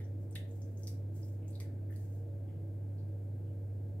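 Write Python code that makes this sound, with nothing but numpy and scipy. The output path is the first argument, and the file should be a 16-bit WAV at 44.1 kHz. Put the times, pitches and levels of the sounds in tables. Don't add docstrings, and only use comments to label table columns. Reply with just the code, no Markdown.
import sys
import numpy as np
from scipy import signal
from scipy.fft import rfft, irfft
from scipy.io import wavfile

SR = 44100
rng = np.random.default_rng(int(sys.argv[2]) if len(sys.argv) > 2 else 0)


def digitize_waveform(pressure):
    field = np.atleast_2d(pressure).T
    bounded = np.clip(field, -1, 1)
    quanta = np.round(bounded * 32767).astype(np.int16)
    wavfile.write(sys.argv[1], SR, quanta)


N = 176400
TIME = np.arange(N) / SR
BIN_HZ = np.maximum(np.arange(N // 2 + 1) * SR / N, 1)
RIGHT_LAG_S = .00007


def from_db(db):
    return 10 ** (np.asarray(db) / 20)


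def rms_one(x):
    return x / np.sqrt(np.mean(x ** 2) + 1e-20)


def per_bin(points):
    hz, value = np.transpose(points)
    return np.interp(np.log(BIN_HZ), np.log(hz), value)


def add(track, start_s, sound):
    start = max(int(start_s * SR), 0)
    track[start:start + len(sound)] += sound[:N - start]


def room_noise(gain):
    # (frequency [Hz], correlation)
    likeness = [(30, 0.58), (100, 1), (180, 0.92), (350, 0.86), (700, 0.54), (1400, 0.1), (4000, 0.73),
                (15000, 0.45)]
    alike = np.clip(per_bin(likeness), -1, 1)
    mid, side = rfft(rng.standard_normal((2, N)))
    pair = np.sqrt(1 + alike) * mid + np.sqrt(1 - alike) * side * [[1], [-1]]
    return rms_one(irfft(gain * pair, N))


def room_tone():
    # (frequency [Hz], relative level [dB])
    rumble_colour = [(25, -20.5), (55, -10.5), (80, -10), (125, 3.5), (165, -3.5), (200, -11), (300, -3),
                     (400, -10.5), (520, -13.5), (620, -15), (800, -24), (1100, -37), (1600, -39.5),
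                     (3000, -81)]
    hiss_colour = [(500, 0), (1200, 4), (1700, 8), (2100, 9.5), (2800, 3), (3600, .5), (4800, -.5),
                   (5800, -3), (7200, .3), (10000, 0), (13500, 2.5), (16000, .5)]
    rumble = from_db(-52.5) * room_noise(from_db(per_bin(rumble_colour)))
    hiss = from_db(-76.9) * room_noise(from_db(per_bin(hiss_colour)))
    return rumble + hiss


def motor(hum_hz=100.0, hum_db=-40.5, waver_db=0.63):
    # (frequency [Hz], half-width [Hz], level [dB])
    resonances = [(44, 5.8, -78.5), (85.1, 1.1, -60.5), (133, 6.9, -74), (160.4, 13, -62), (197, 4.3, -73),
                  (228.3, 6.6, -68), (265, 5.7, -65.5), (278.5, 2.6, -70), (323.1, 7.4, -65),
                  (465.7, 7, -64.5), (564.1, 6, -67), (616, 4.7, -83.5), (859, 6, -83), (1584, 60, -86)]
    waver = rms_one(irfft(rfft(rng.standard_normal(N)) / (1 + (BIN_HZ / 2) ** 2), N))
    mic_time = TIME - np.array([[0], [RIGHT_LAG_S]])
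    hum = from_db(hum_db + waver_db * waver) * np.sqrt(2) * np.sin(2 * np.pi * hum_hz * mic_time)
    drone = sum(from_db(db) * room_noise(1 / (1 + ((BIN_HZ - hz) / width) ** 2))
                for hz, width, db in resonances)
    return hum + drone


def kitchen(sound, bounce_s=.0057, bounce_db=-10, near_t60_s=.06, near_db=-3.5, tail_band_db=-1.5):
    # (band centre [Hz], time to fall 60 dB [s])
    decay_times = [(1000, 0.46), (3000, 0.37), (6000, 0.26), (10000, 0.23), (15000, 0.21)]
    t = TIME[:SR // 2]
    near = from_db(-60 * t / near_t60_s) * (t > .0005)
    response = from_db(near_db) * near / np.linalg.norm(near) * rng.standard_normal((2, len(t)))
    for mic, lag_s in enumerate((0, RIGHT_LAG_S)):
        response[mic, int(lag_s * SR)] += 1
        response[mic, int((lag_s + bounce_s) * SR)] += from_db(bounce_db)
    white = rfft(rng.standard_normal((2, N)))
    centres = [hz for hz, _ in decay_times]
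    for share, (_, t60) in zip(np.eye(len(centres)), decay_times):
        band = irfft(white * per_bin(list(zip(centres, share))), N)[:, :len(t)]
        fall = from_db(-60 * t / t60) * (t > bounce_s)
        response += from_db(tail_band_db) * fall / np.linalg.norm(fall) * band
    return signal.fftconvolve(sound[None], response, axes=1)[:, :N]


def crackle(clicks_per_s=2800, spread_db=4.5):
    sizes = from_db(spread_db * np.minimum(rng.exponential(1, N), 5))
    signs = rng.choice([-1, 1], N)
    return rms_one(sizes * signs * (rng.random(N) < clicks_per_s / SR))


def slides(attack_s=0.028):
    # (time [s], length [s], peak level [dB])
    strokes = [(0.19, 0.079, -82), (0.46, 0.45, -80), (0.775, 0.24, -76), (1.13, 0.27, -72),
               (1.458, 0.22, -80.5), (1.904, 0.36, -74.5)]
    # (frequency [Hz], relative level [dB])
    colour = [(1500, -28), (4000, -6), (5800, 0), (7500, 4), (10000, -3), (13000, -0.5), (16000, -1.5)]
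    envelope = np.zeros(N)
    for start_s, length_s, db in strokes:
        ramp = np.interp(TIME - start_s, [0, min(attack_s, length_s / 2), length_s], [0, 1, 0])
        envelope += from_db(db) * np.sin(np.pi / 2 * ramp)
    fizz = irfft(rfft(crackle()) * from_db(per_bin(colour)), N)
    return envelope * rms_one(fizz)


def squelches(q=3.8, attack_s=0.0006):
    # (time [s], fade time [s], pitch [Hz], level [dB])
    escapes = [(0.003, 0.024, 1790, -65.5), (0.01, 0.015, 3400, -71), (0.039, 0.013, 5740, -70.5),
               (0.618, 0.014, 5860, -67), (0.875, 0.012, 4400, -67), (1.145, 0.033, 8000, -71),
               (1.228, 0.015, 5200, -75), (1.423, 0.083, 2480, -78), (1.526, 0.048, 4360, -72),
               (1.603, 0.028, 2040, -64.5), (1.64, 0.095, 1650, -76), (1.896, 0.036, 1790, -70),
               (1.926, 0.014, 3000, -76.5), (2.48, 0.047, 2050, -78), (2.48, 0.056, 2950, -80.5),
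               (2.98, .035, 4480, -77), (3.47, 0.036, 2900, -83)]
    out, t = np.zeros(N), TIME[:SR // 4]
    edge_ratio = np.exp(.5 / q)
    for start_s, fade_s, hz, db in escapes:
        air = rng.standard_normal(len(t))
        cavity = signal.butter(1, [hz / edge_ratio, hz * edge_ratio], "band", fs=SR, output="sos")
        ring = rms_one(signal.sosfilt(cavity, signal.sosfilt(cavity, air)))
        envelope = (1 - np.exp(-t / attack_s)) * np.exp(-t / fade_s)
        add(out, start_s, from_db(db) * ring * envelope)
    return out


def smacks(crack_s=0.0006, top_hz=13500, squish_s=0.012, squish_db=-17):
    # (time [s], pocket pitch [Hz], rise to its peak [cycles],
    # pocket level [dB], crack level before filtering [dB], low edge of the crack [Hz])
    contacts = [(0.002, 1960, 1.7, -56, -55, 1900), (0.31, 8450, 1.7, -47, -56, 5000),
                (0.328, 5970, 1.8, -56.5, -62, 5000), (0.3538, 9800, 1.4, -42, -40, 3500),
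                (0.3563, 1810, 3.1, -44.5, -52, 1900), (0.3571, 3690, 3.2, -40, -50, 1900),
                (0.3559, 2700, 2.6, -46, -64, 1900), (0.3624, 3130, 1.7, -43, -66, 1900),
                (0.363, 2000, 3.3, -48, -67, 1900), (0.511, 7200, 2.5, -55.5, -65, 5000),
                (0.523, 7600, 2.5, -62, -69, 5000), (0.5578, 7500, 1.7, -56, -58, 4500),
                (0.6185, 6360, 2.1, -53, -68, 4500), (0.7735, 6550, 2.2, -52, -73, 4950),
                (0.782, 13600, 1.5, -60, -58, 9000), (0.834, 5900, 2.3, -45.5, -51, 6500),
                (0.8719, 5500, 2, -38, -42, 5000), (0.8762, 5300, 0.89, -45, -37.5, 6400),
                (0.8799, 2080, 1, -55.5, -49, 2500), (1.2302, 5160, 4.7, -56, -69, 4500),
                (1.4814, 7200, 2.4, -50, -53.5, 5000), (1.5056, 8700, 2.3, -51, -53.5, 4970),
                (1.54, 11700, 2.3, -63, -61, 6000), (1.554, 3900, 3.4, -51.5, -52, 3500),
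                (1.6009, 2280, 2.2, -54.5, -50, 1000), (1.6015, 4680, 1.7, -45, -42, 4500),
                (1.603, 940, 0.89, -57, -68, 1000), (1.9042, 1680, 3.8, -59, -79, 1900),
                (1.9083, 13000, 1.2, -52, -54, 9000), (1.9247, 1810, 3, -55.5, -67, 4000),
                (1.9613, 4630, 2.3, -57, -48.5, 5630)]
    out, t = np.zeros(N), TIME[:SR // 10]
    clicks = crackle()
    fall = np.exp(-t / crack_s)
    for start_s, hz, cycles, pocket_db, crack_db, low_hz in contacts:
        age = t * hz / cycles
        pocket = (age * np.exp(1 - age)) ** 2 * np.sin(2 * np.pi * hz * t)
        burst = rms_one(fall * rng.standard_normal(len(t))) * np.sqrt(np.mean(fall ** 2))
        squish = from_db(squish_db) * np.exp(-t / squish_s) * clicks[int(start_s * SR):][:len(t)]
        band = signal.butter(2, [low_hz, top_hz], "band", fs=SR, output="sos")
        crack = signal.sosfilt(band, burst + squish)
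        add(out, start_s, from_db(pocket_db) * pocket + from_db(crack_db) * crack)
    return out


def scene():
    return kitchen(smacks() + squelches() + slides()) + motor() + room_tone()


def record(dry, cutoff_hz=15720):
    # (frequency [Hz], left minus right [dB])
    balance = [(100, -1), (180, 4.5), (350, -2.1), (650, 3.5), (1300, -1.5), (2500, 1.3), (5000, 0.5),
               (10000, 0), (15000, -0.3)]
    tilt = from_db(per_bin(balance) * [[1], [-1]] / 2)
    low_pass = 1 / np.sqrt(1 + (BIN_HZ / cutoff_hz) ** 700)
    return irfft(rfft(dry) * tilt * low_pass, N)


dry = scene()
out = record(dry)
digitize_waveform(out)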